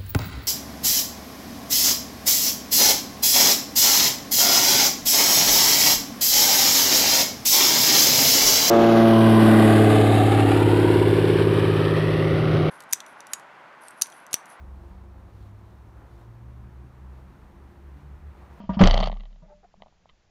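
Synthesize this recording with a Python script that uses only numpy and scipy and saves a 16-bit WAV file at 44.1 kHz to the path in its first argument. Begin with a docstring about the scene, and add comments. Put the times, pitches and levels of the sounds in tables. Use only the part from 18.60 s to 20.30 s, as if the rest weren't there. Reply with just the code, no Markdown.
"""One shotgun shot, heard mostly through the metal by a small microphone clamped to the barrel.
Thumps in the mechanism lead up to a blast that overloads the microphone. The kick sets the barrel
swinging at a low pitch while the action (the moving steel parts) slides and clatters.
Afterwards the gun creaks and ticks in the hands, over a faint rumble and open air."""
import sys
import numpy as np
from scipy import signal
from scipy.fft import rfft, irfft
from scipy.io import wavfile
from scipy.ndimage import uniform_filter1d

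SR = 44100
rng = np.random.default_rng(int(sys.argv[2]) if len(sys.argv) > 2 else 0)


def generate_wav(signal):
    """Clip the signal to [-1, 1] and save it as 16-bit WAV at the path in sys.argv[1]."""
    frames = np.transpose(np.atleast_2d(signal))
    scaled = np.clip(frames, -1, 1) * 32767
    pcm = np.round(scaled).astype(np.int16)
    wavfile.write(sys.argv[1], SR, pcm)


N = 74970
T = np.arange(N) / SR

# A mode is a tone that an object rings at; t60 is the time a sound takes to fade by 60 dB.
# Brief overtones that roughen the overloaded blast: f/Hz, relative level/dB, t60/s
BLAST_OVERTONES = [(318, -10, .08), (417, -11, .07), (571, -22, .07)]
# Tone colours of the blast's roar and of its echo: f/Hz, relative level/dB
ROAR_COLOUR = [(20, -9), (60, 5.5), (90, 10), (130, -14.5), (190, 9.5), (270, -14.5), (400, -5.5),
               (700, -15), (1500, -30), (4000, -47.5), (8000, -69.5)]
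ECHO_COLOUR = [(20, -29.5), (60, -4), (110, -15.5), (160, -8), (205, 0), (270, -25.5), (400, -23.5),
               (650, -24), (1200, -29.5), (1600, -36), (3200, -38), (8000, -51)]
# Two short low tones under the clatter after the shot: f/Hz, level/dB, t60/s
LOW_BOOM = [(59, -10, .27), (82, -15, .24)]
# Thumps in the mechanism: t/s, bending level/dB, bending f/Hz, upper modes level/dB, rise/s
THUMPS = [(.001, -34, 203.7, -42, .002), (.036, -36, 202, -47, .003), (0.091, -15, 191.3, -23.5, .005),
          (0.167, -15, 199.3, -32, .007), (.236, -14, 185.7, -27.5, .002), (0.82, -43, 160.4, -55, .006)]
# Upper modes of the gun: f/Hz, relative level/dB, t60/s
GUN_MODES = [(588, -9, .13), (638, -6, .11), (953, 0, .09), (1190, -11, .15)]
# Tone colour of buzzing loose parts: f/Hz, relative level/dB
BUZZ_COLOUR = [(40, -1), (200, 10.5), (350, -4.5), (650, -3.5), (1150, -11.5), (1500, -9), (2000, -13.5),
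               (2500, -25.5), (3100, -21.5), (4000, -29), (5300, -34), (8000, -43.5)]
# Hard hits of steel on steel: t/s, knock level/dB, steel level/dB
CLACKS = [(.238, -17.5, -8), (0.242, -13, -15.5), (.2735, -10, -4.5), (0.3109, -18.5, -13.5),
          (0.3426, -17, -16.5), (0.3773, -18.5, -20.5), (0.4032, -19, -23.5), (0.4083, -21, -26),
          (0.4406, -20.5, -24), (.460, -27.5, -26.5), (0.473, -22, -27)]
# Light touches of loose parts and hands: t/s, knock level/dB, tick level/dB, chatter time/s
TICKS = [(.2352, -9.5, -8, 0.003), (.258, -45, -18, .003), (0.2634, -25, -23, 0.0032),
         (0.2853, -15.5, -33.5, 0.00052), (0.2993, -15.5, -21, 0.001), (.305, -20, -25.5, 0.0008),
         (.3215, -39, -38, .002), (.332, -38, -22.5, .003), (.339, -16.5, -20.5, .001),
         (0.356, -16.5, -53, .001), (.365, -24, -36, 0.0011), (.3738, -20, -23, 0.00072),
         (.390, -18.5, -24, 0.0036), (.3975, -22, -35, 0.003), (.428, -17.5, -21, 0.0011),
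         (0.4325, -21, -17, 0.0042), (0.4982, -25, -35.5, 0.0012), (.517, -37, -32.5, 0.006),
         (0.5276, -29, -36.5, 0.00073), (.541, -60, -43, .002), (0.5543, -47, -51, 0.00087),
         (0.5643, -41.5, -63, 0.0022), (.571, -57, -42, 0.0024), (.599, -48.5, -44.5, 0.007),
         (0.607, -42, -40, 0.0046), (0.6351, -46, -45.5, 0.0058), (0.655, -49, -44.5, 0.006),
         (0.709, -57.5, -63, 0.023), (.729, -57.5, -53.5, .003), (0.76, -51, -55, .004),
         (1.141, -45.5, -64.5, 0.00055), (1.203, -52, -72, 0.013), (1.2216, -33.5, -36.5, 0.0009),
         (1.2342, -43, -54, .0006), (1.2608, -44.5, -60, 0.0061), (1.269, -45, -71, 0.00062),
         (1.283, -55, -54, .003), (1.325, -55, -77, .016), (1.457, -42.5, -63.5, 0.00041),
         (1.4918, -56.5, -47.5, 0.0032), (1.4965, -61, -42.5, 0.0053)]
# Tone colours of a knock on the body, a steel hit and a tick: f/Hz, relative level/dB
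KNOCK_COLOUR = [(40, -19), (130, -20), (210, -5), (300, -19.5), (450, -10.5), (650, 2.5), (900, -3),
                (1200, -10.5), (1500, -26.5), (2500, -51.5), (8000, -73.5)]
STEEL_COLOUR = [(100, -26), (900, -1), (1500, -8), (2000, 7), (2500, -6.5), (3100, 10), (3800, 2.5),
                (4500, 8), (5000, -8.5), (6100, -6.5), (7100, -20.5), (9000, -30.5)]
TICK_COLOUR = [(100, -20.5), (900, -4), (1200, 11), (1550, -17), (2000, 4), (2450, -8.5), (3100, 1.5),
               (3800, -4), (4600, -13), (5100, -32.5), (7000, -34), (9000, -31)]
# Modes that ring after a tick: f/Hz, relative level/dB, t60/s
TICK_MODES = [(3080, -26, .035), (3620, -35, .05)]
# Parts sliding in the action: t/s, length/s, starting level/dB, change over the length/dB
SLIDES = [(0, .09, -54, -10), (.1325, .007, -45, 3), (.139, .028, -39, -11), (.1915, .04, -26, -2),
          (.232, .055, -24, -3), (.287, .2, -35, -6)]
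# Tone colour of the sliding: f/Hz, relative level/dB
SLIDE_COLOUR = [(100, -9.5), (200, 5), (400, -24.5), (680, 13.5), (950, -6.5), (1200, 4.5), (1550, -7),
                (2100, -8.5), (2500, -7), (3100, -1), (3900, -17), (4500, -11.5), (5100, -15),
                (7000, -36.5), (9000, -58)]
# Creaks of the grip: t/s, length/s, ring level/dB, rasp level/dB, slip rate/Hz, ring f/Hz
CREAKS = [(0.819, 0.056, -61, -69.5, 300, 626), (0.876, .068, -61, -64.5, 410, 870),
          (1.027, 0.036, -52.5, -61.5, 370, 726)]
# Tone colour of a creak's rasp: f/Hz, relative level/dB
RASP_COLOUR = [(100, -36.5), (420, 9.5), (700, 8.5), (950, -5), (1300, 4), (1700, -8.5), (2400, -14),
               (3500, -21.5), (8000, -37)]
# Loudness of the rumble from the hands: t/s, level/dB
RUMBLE_LEVELS = [(0, -67), (.09, -48.5), (.5, -42), (.68, -79), (.75, -57), (.9, -62), (1.05, -72.5),
                 (1.13, -67), (1.2, -59.5), (1.33, -77), (1.45, -63.5), (1.58, -75), (1.7, -80)]
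# Tone colours of that rumble and of the open air: f/Hz, relative level/dB
RUMBLE_COLOUR = [(25, -4), (100, -13), (160, -7), (203, 0), (250, -23.5), (400, -39), (1000, -62.5)]
AIR_COLOUR = [(25, 7.5), (60, -2.5), (130, -9.5), (250, -17.5), (600, -16), (1200, -21), (3000, -25),
              (7000, -29.5), (9000, -51.5)]


def blast():
    """The shot bends the gun in one loud, rough burst, with a short roar and a rolling echo."""
    bend_hz, rise_s, hold_s, fall_s, roar_fall_s = 184, .006, .014, .004, .026
    fade = np.exp(-np.maximum(T - hold_s, 0) / fall_s)
    burst = -amp(10) * (np.sin(2 * np.pi * bend_hz * T) + tones(BLAST_OVERTONES)) * fade
    roar = amp(-1) * noise(ROAR_COLOUR) * np.exp(-T / roar_fall_s)
    echo = amp(-26) * noise(ECHO_COLOUR) * decay(t60=.8)
    out = np.zeros(N)
    add(out, np.minimum(T / rise_s, 1) * (burst + roar + echo), at_s=.2062)
    return out


def barrel_swing():
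    """The kick swings the barrel, a little faster as it dies away; a short low boom sounds with it."""
    final_hz, sag_hz, settle_s = 34.3, 8.6, .125
    hz = final_hz - sag_hz * np.exp(-T / settle_s)
    swing = amp(-6) * np.sin(2 * np.pi * np.cumsum(hz) / SR) * decay(t60=.85)
    out = np.zeros(N)
    add(out, swing + tones(LOW_BOOM), at_s=.2335)
    return out


def thumps():
    """Each thump shoves the gun, rings its modes and sets loose parts buzzing."""
    out = np.zeros(N)
    for at_s, bend_db, bend_hz, upper_db, rise_s in THUMPS:
        shove = amp(-13.5) * tone(hz=55, t60=.27)
        low = amp(bend_db) * (tone(bend_hz, t60=.14) + shove)
        buzz = amp(-9.5) * noise(BUZZ_COLOUR) * decay(t60=.22)
        upper = amp(upper_db) * (tones(GUN_MODES) + buzz)
        add(out, fade_in(rise_s) * (low + upper), at_s)
    return out


def clatter():
    """Parts knock on the gun's body: hard hits ring the steel and bend the gun, light ones tick."""
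    clack_chatter_s = .0018
    knocks, steel, bending = np.zeros((3, N))
    for at_s, knock_db, steel_db in CLACKS:
        push = contact(clack_chatter_s, scatter=1.1)
        add(knocks, amp(knock_db) * push, at_s)
        add(steel, amp(steel_db) * push, at_s)
        bend = amp(-12) * tone(hz=192, t60=.14)
        shove = amp(-1.5) * fade_in(rise_s=.003) * tone(hz=117.2, t60=.044)
        add(bending, amp(knock_db) * (bend + shove), at_s)
    ticks = rattle()
    for at_s, knock_db, tick_db, chatter_s in TICKS:
        push = contact(chatter_s, scatter=.42 * np.sqrt(chatter_s / clack_chatter_s))
        add(knocks, amp(knock_db) * push, at_s)
        add(ticks, amp(tick_db) * push, at_s)
    hits = colour(knocks, KNOCK_COLOUR) + colour(steel, STEEL_COLOUR) + colour(ticks, TICK_COLOUR)
    ring = amp(-15) * strike(steel, tone(hz=4520, t60=.035))
    ring += strike(ticks, tones(TICK_MODES))
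    ring += amp(-35) * strike(knocks, tones(GUN_MODES))
    return hits + ring + bending


def contact(chatter_s, scatter):
    """Two parts touch once, then chatter briefly; more scatter means stronger chatter."""
    t = T[:SR // 12]
    fade = np.exp(-t / chatter_s)
    push = scatter * rng.standard_normal(len(t)) * fade / np.linalg.norm(fade)
    push[0] += 1
    return push / np.hypot(1, scatter / 2)


def rattle():
    """Tiny hits come at random while the action moves."""
    hits_per_s, start_s, end_s = 150, .25, .485
    hits = (rng.random(N) < hits_per_s / SR) * (T > start_s) * (T < end_s)
    direction = rng.choice([-1, 1], N)
    level_db = -35.5 + 5.5 * np.minimum(rng.exponential(1, N), 2)
    return hits * direction * amp(level_db)


def slides():
    """Moving parts rub on each other with a gritty hiss."""
    level = np.zeros(N)
    for at_s, length_s, db, change_db in SLIDES:
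        t = T[T < length_s]
        add(level, amp(db + change_db * t / length_s) * fade_ends(t, length_s, edge_s=.00075), at_s)
    hiss = rng.standard_normal(N)
    grain_db = 3.5 * np.minimum(rng.exponential(1, N), 5)
    return level * unit(colour(hiss * amp(grain_db), SLIDE_COLOUR))


def creaks():
    """The grip sticks and slips unevenly; every slip rasps and rings a mode of the gun."""
    jitter, ring_width_hz = .11, 43.4
    out = np.zeros(N)
    for at_s, length_s, ring_db, rasp_db, slip_hz, ring_hz in CREAKS:
        t = T[T < length_s]
        wander = unit(uniform_filter1d(rng.standard_normal(N), size=200))[:len(t)]
        slip_count = np.floor(np.cumsum(slip_hz * (1 + jitter * wander)) / SR)
        slips = np.diff(slip_count, prepend=0)  # one click for each slip
        mode = np.sin(2 * np.pi * ring_hz * t) * np.exp(-np.pi * ring_width_hz * t)
        ring = amp(ring_db) * unit(strike(slips, mode))
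        strength = rng.exponential(1, N)[:len(t)]
        rasp = amp(rasp_db) * unit(colour(slips * strength, RASP_COLOUR))
        add(out, fade_ends(t, length_s, edge_s=.011) * (ring + rasp), at_s)
    return out


def barrel_tone():
    """One mode of the barrel swells during a creak and sings on."""
    hz, rise_s, t60 = 596, .05, .24
    swell = np.minimum(T / rise_s, 1)
    fade = amp(-60 * np.maximum(T - rise_s, 0) / t60)
    out = np.zeros(N)
    add(out, amp(-48) * swell * fade * np.sin(2 * np.pi * hz * T), at_s=.875)
    return out


def hand_rumble():
    """The moving hands keep the barrel rumbling faintly."""
    times, level_db = np.transpose(RUMBLE_LEVELS)
    return amp(np.interp(T, times, level_db)) * noise(RUMBLE_COLOUR)


def open_air():
    """The air all around is a faint, steady, low rush."""
    return amp(-62.5) * noise(AIR_COLOUR)


def amp(db):
    """Turns decibels into a number to multiply by."""
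    return 10 ** (np.asarray(db) / 20)


def unit(x):
    """Scales a sound to an average power of 1."""
    return x / np.sqrt(np.mean(x ** 2) + 1e-20)


def add(mix, sound, at_s):
    """Adds a sound to the mix at the given time."""
    part = mix[max(round(at_s * SR), 0):][:len(sound)]
    part += sound[:len(part)]


def strike(pushes, ring):
    """Every push starts its own copy of the ring."""
    return signal.fftconvolve(pushes, ring)[:len(pushes)]


def colour(x, points):
    """Gives a sound a tone colour; a click of height 1 comes out with a peak of 1."""
    point_hz, point_db = np.transpose(points)
    hz = np.fft.rfftfreq(8192, 1 / SR)
    gain = amp(np.interp(np.log(hz + 1), np.log(point_hz), point_db))
    # Build a filter that rings only after a click, never before it (minimum phase).
    cepstrum = irfft(np.log(gain))
    half = len(cepstrum) // 2
    folded = np.r_[cepstrum[0], 2 * cepstrum[1:half], np.zeros(half)]
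    ring = irfft(np.exp(rfft(folded)))[:half]
    return strike(x, ring / abs(ring).max())


def noise(points):
    """Noise with the given tone colour and an average power of 1."""
    return unit(colour(rng.standard_normal(N), points))


def decay(t60):
    """Fades by 60 dB every t60 seconds."""
    return np.exp(-np.log(1000) * T / t60)


def fade_in(rise_s):
    """Rises smoothly from 0 to 1."""
    return np.sin(np.pi / 2 * np.minimum(T / rise_s, 1)) ** 2


def fade_ends(t, length_s, edge_s):
    """Ramps up at the start and down at the end."""
    return np.minimum(np.minimum(t, length_s - t) / edge_s, 1)


def tone(hz, t60):
    """One tone that starts at once and dies away."""
    return np.sin(2 * np.pi * hz * T) * decay(t60)


def tones(table):
    """Several dying tones that start together."""
    return sum(amp(db) * tone(hz, t60) for hz, db, t60 in table)


def scene():
    """All the sounds of the gun over faint open air, in one channel."""
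    firing = thumps() + blast() + barrel_swing() + clatter() + slides()
    holding = creaks() + barrel_tone() + hand_rumble()
    return (firing + holding + open_air())[None]


def record(dry):
    """The overloaded microphone flattens the loudest peaks; then the highest treble is cut away."""
    overload, cutoff_hz = .49, 7650
    flattened = np.clip(dry, -overload, overload)
    low_pass = signal.firwin(161, cutoff_hz, window=("kaiser", 7), fs=SR)
    return signal.oaconvolve(flattened, low_pass[None], "same")


dry = scene()
out = record(dry)
generate_wav(out)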